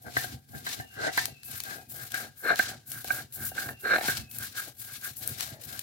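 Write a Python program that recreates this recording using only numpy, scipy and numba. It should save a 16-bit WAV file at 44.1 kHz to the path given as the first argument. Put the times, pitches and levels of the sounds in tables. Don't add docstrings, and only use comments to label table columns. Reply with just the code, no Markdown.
import sys
import numpy as np
from scipy import signal
from scipy.fft import rfft, irfft
from scipy.io import wavfile
from scipy.ndimage import uniform_filter1d
from numba import njit

SR = 44100
rng = np.random.default_rng(int(sys.argv[2]) if len(sys.argv) > 2 else 0)


def pcm_store(signal):
    levels = np.round(np.clip(np.atleast_2d(signal), -1, 1) * 32767)
    wavfile.write(sys.argv[1], SR, levels.astype(np.int16).T)


N = 257012
TIME = np.arange(N) / SR

# [pitch_hz, width_hz, relative_db]
ROLLER_MODES = [(1589.8, 29, 10), (1508, 134, 1), (1624, 94, -11.5), (1976, 83, -11.5), (2170, 560, -20)]
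# [pitch_hz, width_hz, relative_db]
SLAB_MODES = [(240, 148, -2), (510, 236, -4), (750.5, 58, 3.5), (985, 410, -21)]
# [time_s, roller_phase_rad, slab_phase_rad, roller_balance_db, slab_balance_db, paste_balance_db]
MICROPHONE_ASPECT = [(.2, 3.8, 1.5, 5, 0, 3), (.7, 3.7, 2, 1, 2, 3.5), (1.2, 4.45, 1.8, -2, 3, 4),
                     (1.65, 3.8, .8, 2, 5, 6), (2.15, 2, -.3, 6, 1, 5), (2.5, 1.3, -.9, 3, 3, 4),
                     (2.65, .7, -.7, -3, 3, 4), (3.5, .7, -.6, -3, 1, 5), (3.95, 1.3, -.4, -4, 4, 2),
                     (4.5, 1.5, -.2, 0, 7, 5), (5, 1, 0, 0, 6, 6), (5.5, 3.5, 0, 4, 4, 6.5)]
# [start_s, end_s, squelch_db, roller_ring_db, slab_db, start_hz, end_hz]
GROAN_STROKES = [(0.962, 1.113, -30.5, -32.5, -35, 424, 755), (2.418, 2.56, -36, -28, -38, 433, 700),
                 (3.823, 3.994, -38.5, -25.5, -37, 393, 617), (4.009, 4.078, -44, -34, -37.5, 780, 800),
                 (5.23, 5.34, -60, -64, -62.5, 520, 490), (5.437, 5.665, -74, -78, -64, 780, 480)]


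def undb(db):
    return 10 ** (np.asarray(db) / 20)


def curves(table):
    s, *columns = np.transpose(table)
    return [np.interp(TIME, s, column) for column in columns]


def unit(response):
    return response / np.sqrt(np.sum(response ** 2, axis=-1, keepdims=True))


def through(x, response):
    return signal.fftconvolve(np.atleast_2d(x), np.atleast_2d(response), axes=-1)[:, :N]


def add(track, start_s, sound):
    i = int(start_s * SR)
    part = sound[..., :N - i]
    track[..., i:i + part.shape[-1]] += part


def peak(x, db, window_s):
    loudest = np.sqrt(uniform_filter1d(x ** 2, int(window_s * SR)).max())
    return x * undb(db) / loudest


def press(x, db, steady_s):
    local_rms = np.sqrt(uniform_filter1d(x ** 2, int(steady_s * SR)) + 1e-9)
    return x / local_rms * undb(db)


def colour(x, points):
    hz, db = np.transpose(points)
    log_hz = np.log(np.fft.rfftfreq(N, 1 / SR) + 1)
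    gain = undb(np.interp(log_hz, np.log(hz), db))
    return irfft(rfft(x) * gain / np.sqrt(np.mean(gain ** 2)), N)


def cut(x, hz, kind):
    return signal.sosfilt(signal.butter(4, hz, kind, fs=SR, output="sos"), x)


def split(x):
    low = signal.sosfiltfilt(signal.butter(2, 9000, fs=SR, output="sos"), x)
    return low, x - low


@njit
def sweep(x, hz, width):
    y, band, low = np.empty(len(x)), 0., 0.
    for i in range(len(x)):
        g, k = np.tan(np.pi * hz[i] / SR), width / hz[i]
        v = (band + g * (x[i] - low)) / (1 + g * (g + k))
        band, low, y[i] = 2 * v - band, low + 2 * g * v, k * v
    return y


def walk(rate):
    knots = rng.standard_normal(N // 20)
    return np.interp(TIME * rate, np.arange(len(knots)), knots)


def grains(rate, spread_db):
    hit = rng.random(N) < rate / SR
    size = undb(spread_db * np.minimum(rng.exponential(size=N), 4))
    x = hit * size * rng.choice([-1, 1], N)
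    return x / np.sqrt(np.mean(x ** 2))


def body(modes):
    t = TIME[:SR // 4]
    ring = np.zeros(len(t))
    for k, (hz, width, db) in enumerate(modes):
        fade = np.exp(-np.pi * width * t)
        ring += (-1) ** k * undb(db) * width * fade * np.sin(2 * np.pi * hz * t)
    return unit(ring)


def scatter(t60):
    t = TIME[:SR // 2]
    fade = np.exp(-np.log(1000) * t / t60)
    h = rng.standard_normal((2, len(t))) * fade
    for _ in range(8):
        spectrum = rfft(h)
        h = irfft(spectrum / (np.abs(spectrum) + 1e-12), len(t)) * np.minimum(10 * fade, 1)
    return unit(h)


def place(x, phase, balance_db):
    half = np.array([[1], [-1]]) / 2
    gain = undb(half * balance_db)
    turned = np.real(signal.hilbert(x) * np.exp(1j * half * phase))
    return turned * gain / np.sqrt(np.mean(gain ** 2, axis=0))


def strokes(part):
    # [start_s, end_s, squelch_db, fizz_db, roller_ring_db, slab_db, rumble_db]
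    pulls = [(0.005, 0.155, -49.5, -50, -60, -46, -48), (0.477, 0.652, -50.5, -47.5, -51.5, -52.0, -47.5),
             (0.891, 1.128, -66, -51, -39.5, -54, -49.0), (1.428, 1.628, -44.5, -37, -46.5, -56, -48),
             (1.875, 2.098, -47.5, -38, -45.5, -52.5, -50), (2.352, 2.547, -51.0, -41.5, -44, -61.5, -64),
             (2.857, 3.043, -46, -34.5, -43.5, -56.5, -49.5), (3.318, 3.521, -45.5, -32.5, -43, -51, -45),
             (3.77, 4.074, -46.5, -42.5, -47, -66, -61), (4.29, 4.51, -45, -36, -46.5, -57.5, -51),
             (4.762, 4.995, -46, -38.5, -50.0, -62, -54), (5.15, 5.373, -42.5, -35.5, -50, -52.5, -46.5),
             (5.596, 5.829, -42.5, -39.5, -49, -57, -51.5)]
    # [start_s, end_s, squelch_db, fizz_db, roller_ring_db, slab_db, rumble_db]
    pushes = [(0.125, 0.399, -40.5, -40.5, -48, -52.0, -47), (0.629, 0.888, -41.5, -43.5, -52, -51, -55),
              (1.113, 1.342, -35, -42, -49, -51, -48), (1.621, 1.853, -42, -41, -42, -51.0, -62),
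              (2.104, 2.312, -38.0, -38.5, -38, -49.5, -57), (2.549, 2.791, -37.0, -40, -40, -51.5, -49.5),
              (3.055, 3.268, -38.5, -33, -42, -49.5, -50.5), (3.533, 3.758, -39, -36, -39, -49.5, -53.5),
              (4.016, 4.256, -32, -35, -39.5, -54, -47.5), (4.517, 4.741, -38.5, -37, -44.5, -56.5, -59),
              (4.999, 5.148, -39, -34.5, -42, -55.5, -74), (5.339, 5.598, -39.5, -41, -50, -57.5, -51.5)]
    # [start_s, end_s, roller_ring_db, slab_db]
    bites = [(0.045, 0.115, -39, -43), (0.215, 0.29, -45, -55), (0.52, 0.595, -43.5, -48),
             (0.82, 0.865, -53, -54), (2.465, 2.545, -22, -40), (3.16, 3.24, -38, -55),
             (3.385, 3.465, -42.5, -59), (3.885, 3.97, -20, -32.5), (4.39, 4.475, -41.5, -58),
             (4.555, 4.645, -35.5, -58), (4.66, 4.71, -57, -48.5), (4.85, 4.95, -54, -61),
             (5.015, 5.11, -39, -70)]
    pull_shape, push_shape = {"squelch": (0.095, .033, 25), "fizz": (0.033, 0.064, 21),
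                              "roller": (0.15, 0.083, 28), "slab": (0.089, 0.16, 68),
                              "rumble": (0.08, 0.11, 57)}, {"squelch": (0.072, 0.12, -55),
                                                  "fizz": (0.097, 0.084, -91.5),
                                                  "roller": (0.068, 0.14, -19), "slab": (0.053, .067, 2),
                                                  "rumble": (.015, 0.017, 12)}
    bite_shape, groan_shape = {"roller": (0.037, 0.051, -5), "slab": (0.034, .04, -1)}, {"squelch": (0.21, 0.047, 2),
                                                   "roller": (0.043, 0.056, 60), "slab": (0.032, 0.028, 41)}
    edge_db = {"squelch": 20, "fizz": 21, "roller": 27.5, "slab": 23.5, "rumble": 17}
    rest_db = {"squelch": -65.5, "fizz": -63, "roller": -74, "slab": -74.5, "rumble": -60}

    power = undb(2 * rest_db[part])
    kinds = ((pulls, pull_shape), (pushes, push_shape), (bites, bite_shape), (GROAN_STROKES, groan_shape))
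    for table, shape in kinds:
        if part not in shape:
            continue
        attack_s, release_s, swell_db_per_s = shape[part]
        for start, end, *levels in table:
            rising = np.maximum(1 - (TIME - start) / attack_s, 0)
            falling = np.maximum(1 - (end - TIME) / release_s, 0)
            db = dict(zip(shape, levels))[part] + swell_db_per_s * (TIME - (start + end) / 2)
            db -= edge_db[part] * (rising ** 2 + falling ** 2)
            power = power + undb(2 * np.maximum(db, -140))
    return 10 * np.log10(power)


def room_air():
    # [pitch_hz, relative_db_per_hz]
    air_colour = [(20, -17), (80, -16.5), (500, -14), (1200, -60.5), (16000, -36)]
    return undb(-73.5) * colour(rng.standard_normal((2, N)), air_colour)


def bird():
    # [start_s, length_s, start_hz, end_hz]
    whistles = [(.64, 1.3, 2890, 2460), (3.4, 1.15, 2850, 2520)]
    song = np.zeros(N)
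    for s, length, start_hz, end_hz in whistles:
        part = np.clip((TIME - s) / length, 0, 1)
        hz = (start_hz + (end_hz - start_hz) * part) * (1 + .018 * walk(300))
        level = undb(-55 + 2.8 * walk(45)) * np.sqrt(8 * part) * (1 - part)
        song += level * np.sin(2 * np.pi * np.cumsum(hz) / SR)
    return through(song, scatter(0.18))


def grate(modes, db, rate, spread_db, steady_s=0.032):
    return press(through(grains(rate, spread_db), body(modes))[0], db, steady_s)


def rumble():
    # [pitch_hz, width_hz, relative_db]
    rocking_modes = [(76, 22, -5), (114, 21, 0), (142, 30, -8), (235, 60, -14)]
    # [time_s, level_db]
    thumps = [(0.168, -41), (0.335, -38.5), (0.79, -39), (2.595, -44.5), (3.659, -41), (4.082, -40.5),
              (4.183, -41), (5.105, -48.5), (5.31, -39.5), (5.519, -41)]
    shudder_db = strokes("rumble") + 2.5 * walk(11)
    low = grate(rocking_modes, shudder_db, rate=300, spread_db=4.5, steady_s=0.09)
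    for s, db in thumps:
        add(low, s, peak(body(rocking_modes), db, 0.021))
    return place(low, .45 * walk(20), .7 + walk(12))


def knock(modes, length_ms, db):
    t = TIME[:SR // 20]
    length = length_ms / 1000
    note_hz = max(modes, key=lambda mode: mode[2])[0]
    rebounds = rng.standard_normal(len(t)) / np.sqrt(length * SR)
    locked = 2.4 * np.cos(2 * np.pi * note_hz * t) / (length * SR)
    force = (rebounds + locked) * np.exp(-(t / length) ** 2)
    force[0] += .7
    ring = signal.fftconvolve(force, body(modes))
    return peak(ring * np.exp(-TIME[:len(ring)] / .05), db, .009)


def knocks():
    # [time_s, chatter_ms, roller_ring_db, slab_db, clack_db]
    blows = [(0.167, 2.1, -25, -28.5, -22), (0.242, 2.9, -36.5, -36.5, -61),
             (0.666, 7.1, -34.5, -45, -29.5), (0.798, 7.9, -44, -36, -38), (1.176, 8, -24.5, -32.5, -19.5),
             (2.141, 29, -25.5, -57, -40), (2.593, 4.8, -16.5, -28, -24), (3.045, 1.5, -44, -39, -59),
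             (3.104, 4.8, -19, -38, -56), (3.516, 2.6, -47, -41, -57), (3.579, 12, -26, -49, -41),
             (3.688, 5, -35.5, -44, -34.5), (3.96, 3.3, -37, -29, -26), (3.983, 2.6, -60, -27, -28),
             (4.01, 3.8, -40, -31, -32), (4.083, 38, -24, -32, -28)]
    # [pitch_hz, width_hz, relative_db]
    clack_modes = [(1060, 1000, -4), (1784, 37, 6), (1960, 330, -6), (2500, 280, -16), (4000, 190, -8)]
    roller, slab, cracks = np.zeros(N), np.zeros(N), np.zeros((2, N))
    for s, length_ms, ring_db, thud_db, clack_db in blows:
        add(roller, s, knock(ROLLER_MODES, length_ms, ring_db))
        add(roller, s, knock(clack_modes, length_ms, clack_db))
        add(slab, s, knock(SLAB_MODES, length_ms / 2, thud_db))
        add(cracks, s, peak(cut(scatter(.025), 4500, "low"), clack_db - 10, .004))
    return roller, slab, cracks


def groan():
    bare, hz = np.zeros(N), np.full(N, 500.)
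    for start, end, *_, start_hz, end_hz in GROAN_STROKES:
        part = (TIME - start) / (end - start)
        bare += np.clip(10 * np.minimum(part, 1 - part), 0, 1)
        glide_hz = start_hz * (end_hz / start_hz) ** np.clip(part, 0, 1)
        hz = np.where((part > 0) & (part < 1), glide_hz, hz)
    slips = grains(rate=450, spread_db=2)
    low = sweep(sweep(slips, hz, 170.), hz, 300.)
    rasp_hz = 620 + 1.93 * hz
    rasp = sweep(sweep(slips, rasp_hz, 390.0), rasp_hz, 630.0)
    return np.minimum(bare, 1), press(low, 0, 0.037), press(rasp, 0, 0.017)


def stones():
    # [pitch_hz, width_hz, relative_db]
    grit_modes = [(3830, 160, -8.5), (4230, 84, -1), (4340, 110, -18), (5320, 81, -14)]
    uneven = walk(35)
    roller_db, slab_db = strokes("roller") + 0.98 * uneven, strokes("slab") + 2.84 * uneven
    roller_phase, slab_phase, roller_pan_db, slab_pan_db, _ = curves(MICROPHONE_ASPECT)
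    bare, low, rasp = groan()
    roller_knocks, slab_knocks, cracks = knocks()

    singing = grate(ROLLER_MODES[:1], roller_db - .5, rate=900, spread_db=1, steady_s=0.016)
    rattle = grate(ROLLER_MODES[1:], roller_db - 5.5, rate=700, spread_db=4)
    roller = singing + rattle + bare * undb(slab_db - 6.5) * rasp + roller_knocks
    share = .7 * bare
    grating = grate(SLAB_MODES, slab_db, rate=610, spread_db=-2.0)
    slab = np.sqrt(1 - share) * grating + np.sqrt(share) * undb(slab_db) * low + slab_knocks

    roller_swing, roller_sway_db = .3 * walk(35), 1.2 * walk(30)
    direct = place(cut(roller, 1030, "high"), roller_phase + roller_swing, roller_pan_db + roller_sway_db)
    direct += place(cut(slab, 1280, "low"), slab_phase + 0.25 * walk(70), slab_pan_db)
    grit = bare * grate(grit_modes, roller_db - 16.5, rate=700, spread_db=3)
    scattered = through(grit + undb(-1.5) * cut(roller, 1670, "high"), scatter(0.0123))
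    return direct + cracks + scattered


def pops():
    # [time_s, level_before_colour_db, treble_db]
    bursts = [(0.174, -25.5, 31), (1.174, -24, 26), (1.255, -21, 0.5), (1.432, -40, 1), (1.602, -25.5, 2),
              (1.636, -27, 15), (2.119, -30.5, 7), (2.143, -28.5, 1), (2.558, -31, -6), (2.59, -23.5, 15),
              (2.663, -39, -16), (2.917, -27, 12.5), (3.044, -29.5, 9), (3.324, -35, 14.5),
              (4.097, -31, -3), (4.17, -28.5, -12), (4.313, -38.5, 4.5), (4.385, -23.5, 24),
              (5.168, -32.5, 15), (5.275, -18.5, 18), (5.407, -23, -1.5), (5.792, -24.5, 4.5)]
    track = np.zeros((2, N))
    age = TIME[:SR // 40] / 0.001
    for s, db, treble_db in bursts:
        low, high = split(rng.standard_normal((2, len(age))) * age * np.exp(-age))
        add(track, s, peak(low + undb(treble_db) * high, db, .002))
    return track


def paste():
    # [pitch_hz, relative_db_per_hz]
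    paste_colour = [(300, -10.5), (1000, -5), (2000, 2), (3000, 3), (4200, 7), (5500, 4), (7000, 3),
                    (9000, 1), (11500, 4), (16000, 0)]
    clicks = through(grains(rate=1200, spread_db=4.7), scatter(.0035))
    hiss = rng.standard_normal((2, N))
    squelch, fizz = split(colour(undb(-9.5) * clicks + undb(-1.5) * hiss, paste_colour))
    wet = squelch * undb(strokes("squelch") + 2.9 * walk(45))
    wet += fizz * undb(strokes("fizz") + 3.3 * walk(60))
    wet *= undb(2.37 * walk(130))
    pan_db = curves(MICROPHONE_ASPECT)[-1]
    return place(wet + colour(pops(), paste_colour), 0, pan_db)


def scene():
    near = rumble() + stones() + paste()
    room = undb(-9.0) * through(near, scatter(.18))
    return room_air() + bird() + room + near


def record(dry):
    thin = signal.sosfilt(signal.butter(2, 45, "high", fs=SR, output="sos"), dry)
    return signal.sosfilt(signal.ellip(10, .2, 80, 16200, fs=SR, output="sos"), thin)


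dry = scene()
out = record(dry)
pcm_store(out)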